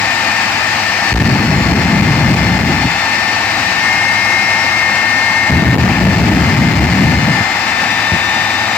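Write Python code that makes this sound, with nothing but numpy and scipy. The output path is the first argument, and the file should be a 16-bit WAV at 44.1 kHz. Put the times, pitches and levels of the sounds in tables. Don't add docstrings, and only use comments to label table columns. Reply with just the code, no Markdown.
import sys
import numpy as np
from scipy import signal
from scipy.fft import rfft, irfft, next_fast_len
from scipy.io import wavfile
from scipy.ndimage import uniform_filter1d

SR = 44100
rng = np.random.default_rng(int(sys.argv[2]) if len(sys.argv) > 2 else 0)


def persist_wave(psi):
    counts = np.round(np.clip(psi, -1, 1) * 32767).astype(np.int16)
    wavfile.write(sys.argv[1], SR, np.atleast_2d(counts).T)


N = 386757
TIME = np.arange(N) / SR
FREQ = np.fft.rfftfreq(next_fast_len(N), 1 / SR)

# frequency in Hz, left and right relative level in dB.
ROAR_SPECTRUM = [(40, -52.5, -61), (97.5, -50, -56), (145, -53.5, -59), (210, -48, -53),
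                 (333, -53.5, -56.5), (461, -61, -64.5), (529, -52, -59), (583, -56.5, -63.5),
                 (663, -46.5, -53.5), (730, -49, -53.5), (758, -44.5, -50.5), (903, -44.5, -45),
                 (998, -53, -54.5), (1077, -45.5, -57.5), (1517, -49, -59.5), (1770, -43.5, -51.5),
                 (2210, -47, -51), (2480, -46.5, -61.5), (2830, -51.5, -56.5), (3430, -59.5, -63),
                 (4000, -58, -63), (5010, -54, -66), (5460, -62, -66.5), (7420, -67, -69), (7820, -84, -65),
                 (9460, -111, -86), (12000, -94, -78.5), (16000, -88, -95)]
# frequency in Hz, correlation coefficient.
ROAR_CORRELATION = [(60, 0.99), (330, 1), (520, 1), (800, 0.98), (1170, 0.093), (1800, 0.92), (2700, 0.5),
                    (4200, 0.023), (6400, -0.033), (10000, 0.8)]
# time in seconds, gain in dB.
ROAR_TREBLE = [(0, 1.5), (1.05, 1.5), (1.5, -1.5), (3.7, .5), (5.4, -1.5), (5.65, -4), (6.3, -1),
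               (8.77, -0.5)]

# time in seconds, speed in turns a second.
THROTTLE_SPEED = [(0, 106.16), (2.3, 106.09), (4.15, 106.93), (5.5, 106.72), (8.77, 106.21)]
# start and end in seconds, full loss of speed in turns a second.
SHAFT_DRAGS = [(1.06, 2.835, 1.58), (5.73, 7.375, 2.01)]
BLADE_ORDERS = [17, 20, 25]
RESONANCE_SPEEDS = [104.4, 104.6, 104.85, 105.3, 105.9, 106.2, 106.42, 106.6, 106.9]
RESONANCE_DB = [
    [-14.5, -21, -21, -16, -15, -18.5, -17, -12.5, -14],
    [-18, -18.5, -22.5, -23.5, -28.5, -30, -40, -15, -13],
    [-35, -32, -24.5, -24.5, -24.5, -27, -25, -26.5, -26],
]
WHISTLE_ORDERS = [34, 37, 40, 42, 51]
# first and last
# relative level in dB, change in dB for each turn a second lost to drag.
WHISTLE_LEVELS = [(-35, -31, .5), (-35.5, -30.5, -5), (-35, -30.5, 0.5), (-29, -33.5, 0.5), (-28, -38, 1.5)]
OVERTONE_ORDERS = [23, 28, 45, 46, 48, 54, 57, 60, 65, 68, 71]
OVERTONE_LEVELS = [-24, -33.5, -53, -35, -46, -37, -45, -49, -53, -42.5, -45]
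# frequency in Hz, right minus left level in dB.
TONE_BALANCE = [(1800, -13.5), (2150, -7), (2600, -11), (3600, -4.5), (4000, -2), (4600, -15), (5400, -12),
                (5800, 1), (7300, 3.5)]

# ignition and fuel cut in seconds, relative rumble level in dB.
BURN_SPANS = [(1.168, 2.748, -11), (5.49, 7.292, -10.5)]
# frequency in Hz, relative level in dB.
FLAME_SPECTRUM = [(20, 5), (40, -10.5), (65, 0), (90, -2.5), (125, 0.5), (190, -0.5), (260, -4.5),
                  (330, -10.5), (470, -23), (680, -18.5), (1500, -51), (4000, -54.5)]
# peak time in seconds, relative level in dB, half length in seconds.
FLAME_FLARES = [(2.856, -15, .02), (2.915, -27, 0.02), (5.52, -11, 0.018), (5.761, -2.5, 0.019),
                (7.402, -15, 0.021), (8.145, -18, 0.022)]
# start in seconds, strength in dB,
# length of the push in ms, gap between blasts in ms, fall per blast in dB.
FUEL_EXPLOSIONS = [(1.120, 1, 4, 20, 12), (1.130, 13, 10, 17.5, 2.5), (1.192, 6, 9, 26, 7),
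                   (5.509, 8, 7, 14, 4.5), (5.747, 13, 6, 9.5, 2), (6.797, 4, 7.5, 15, 15),
                   (8.12, 5, 4, 12, 10)]


def exhaust_roar(level_db=-12, crossover_hz=3000, gust_db=0.5, flutter_db=0.8, drag_db=-0.17):
    correlation = np.clip(at_frequency(ROAR_CORRELATION, FREQ), -1, 1)
    left = white_spectrum()
    right = correlation * left + np.sqrt(1 - correlation ** 2) * white_spectrum()
    ear_db = [at_frequency(ROAR_SPECTRUM, FREQ, column) for column in (1, 2)]
    spectrum = np.array([left, right]) * gain_of(ear_db)
    treble_share = FREQ ** 4 / (FREQ ** 4 + crossover_hz ** 4)
    body = waveform(spectrum * (1 - treble_share))
    hiss = waveform(spectrum * treble_share)
    treble_gain = gain_of(over_time(ROAR_TREBLE) + flutter_db * drift(38))
    roar = (body + hiss * treble_gain) / np.std(body[0] + hiss[0])
    return roar * gain_of(level_db + drag_db * speed_lost() + gust_db * drift(17))


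def compressor_whine(hum_db=-33, overtone_db=-2, wander_db=2.5, jitter_hz=0.026, burn_dip_db=-2):
    lost = speed_lost()
    speed = over_time(THROTTLE_SPEED) - lost + jitter_hz * drift(11.6)
    angle = 2 * np.pi * np.cumsum(speed) / SR
    mean_hz = speed.mean()
    whine = gain_of(hum_db) * np.sqrt(2) * np.sin(angle) * right_gain(-3.5)
    for order, levels in zip(BLADE_ORDERS, RESONANCE_DB):
        db = np.interp(speed, RESONANCE_SPEEDS, levels)
        whine += gain_of(db) * scattered_tone(order * angle, order * mean_hz, scatter=0.14, fade_hz=6.7)
    for order, (first_db, last_db, drag_db) in zip(WHISTLE_ORDERS, WHISTLE_LEVELS):
        db = np.linspace(first_db, last_db, N) + drag_db * lost + wander_db * drift(0.4)
        whine += gain_of(db) * scattered_tone(order * angle, order * mean_hz, scatter=0.23, fade_hz=11)
    for order, level_db in zip(OVERTONE_ORDERS, OVERTONE_LEVELS):
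        db = overtone_db + level_db + 1.6 * drift(0.75)
        whine += gain_of(db) * scattered_tone(order * angle, order * mean_hz, scatter=1.0, fade_hz=7.5)
    burning = sum(alight(lit, cut) for lit, cut, _ in BURN_SPANS)
    return whine * gain_of(burn_dip_db * burning)


def speed_lost(sag_s=0.29, recover_s=0.606, recover_shape=1.44):
    return sum(loss * (1 - np.exp(-since(start) / sag_s))
               * np.exp(-(since(end) / recover_s) ** recover_shape)
               for start, end, loss in SHAFT_DRAGS)


def scattered_tone(phase, hz, scatter, fade_hz):
    paths = np.array([1 + scatter * (drift(fade_hz) + 1j * drift(fade_hz)) for _ in "LR"])
    tone = (paths * np.exp(1j * phase)).real / np.sqrt(0.5 + scatter ** 2)
    return tone * right_gain(at_frequency(TONE_BALANCE, hz))


def flame_rumble(level_db=4, throb_db=1.6, throb_hz=9, spread=0.18):
    noise = white_spectrum() + spread * np.array([white_spectrum(), white_spectrum()])
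    rumble = unit_rms(waveform(noise * gain_of(at_frequency(FLAME_SPECTRUM, FREQ))))
    burns = sum(gain_of(db) * alight(lit, cut) for lit, cut, db in BURN_SPANS)
    flares = sum(gain_of(db) * np.exp(-((TIME - s) / half_s) ** 2) for s, db, half_s in FLAME_FLARES)
    throb = gain_of(throb_db * drift(throb_hz))
    return gain_of(level_db) * (burns * throb + flares) * rumble


def alight(lit, cut, catch_s=0.011, die_s=0.065):
    return (1 - np.exp(-since(lit) / catch_s)) * np.exp(-since(cut) / die_s)


def fuel_bangs(rise_ms=0.8, blasts=4):
    pressure = np.zeros(N)
    ms = np.arange(0, 80, 1000 / SR)
    onset = 1 - np.exp(-(ms / rise_ms) ** 2)
    for start, db, push_ms, gap_ms, fall_db in FUEL_EXPLOSIONS:
        swing = np.cos(np.pi / 2 * ms / push_ms) * np.exp(-(ms / push_ms) ** 2 / 2)
        for k in range(blasts):
            add(pressure, start + k * gap_ms / 1000, gain_of(db - k * fall_db) * onset * swing)
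    return pressure


def background_hiss(level_db=-45, centre_hz=12800, width_hz=2600):
    band = np.exp(-((FREQ - centre_hz) / width_hz) ** 2 / 2)
    noise = np.array([white_spectrum(), white_spectrum()])
    return gain_of(level_db) * unit_rms(waveform(noise * band))


def gain_of(db):
    return 10 ** (np.asarray(db) / 20)


def right_gain(db):
    return gain_of([[0], [db]])


def unit_rms(x):
    return x / np.sqrt(np.mean(x ** 2) + 1e-20)


def at_frequency(rows, hz, column=1):
    table = np.transpose(rows)
    return np.interp(np.log(hz + 1), np.log(table[0] + 1), table[column])


def over_time(rows):
    return np.interp(TIME, *np.transpose(rows))


def white_spectrum():
    return rng.standard_normal(len(FREQ)) + 1j * rng.standard_normal(len(FREQ))


def waveform(spectrum):
    return irfft(spectrum, next_fast_len(N))[..., :N]


def drift(rate_hz):
    t = np.linspace(0, N / SR, 2048)
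    hz = np.fft.rfftfreq(len(t), t[1])
    slow = irfft(rfft(rng.standard_normal(len(t))) * (hz > 0) / (1 + (hz / rate_hz) ** 2))
    return np.interp(TIME, t, unit_rms(slow))


def add(mix, start_s, sound):
    part = mix[round(start_s * SR):][:len(sound)]
    part += sound[:len(part)]


def since(s):
    return np.maximum(TIME - s, 0)


def scene(delay_samples=3):
    engine = exhaust_roar() + compressor_whine()
    afterburner = (flame_rumble() + fuel_bangs()) * right_gain(-3.4)
    left, right = engine + afterburner
    return np.array([left, np.pad(right, (delay_samples, 0))[:N]])


def record(dry, ceiling=0.86, knee=2.31, limit_db=-7, recover_db_per_s=600, band_hz=(66, 15900)):
    saturated = dry / (1 + abs(dry / ceiling) ** knee) ** (1 / knee)
    power = uniform_filter1d((saturated ** 2).mean(0), size=130)
    power_db = 10 * np.log10(abs(power) + 1e-12)
    release_db = recover_db_per_s * TIME
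    held_db = np.maximum.accumulate(power_db + release_db) - release_db
    excess_db = np.maximum(held_db - limit_db, 0)
    ducked = saturated / gain_of(uniform_filter1d(excess_db, size=90))
    low_cut = signal.butter(4, band_hz[0], "highpass", fs=SR, output="sos")
    high_cut = signal.firwin(511, band_hz[1], window=("kaiser", 9), fs=SR)
    thinned = signal.sosfilt(low_cut, ducked + background_hiss())
    return signal.oaconvolve(np.clip(thinned, -1, 1), high_cut[None], "same")


dry = scene()
out = record(dry)
persist_wave(out)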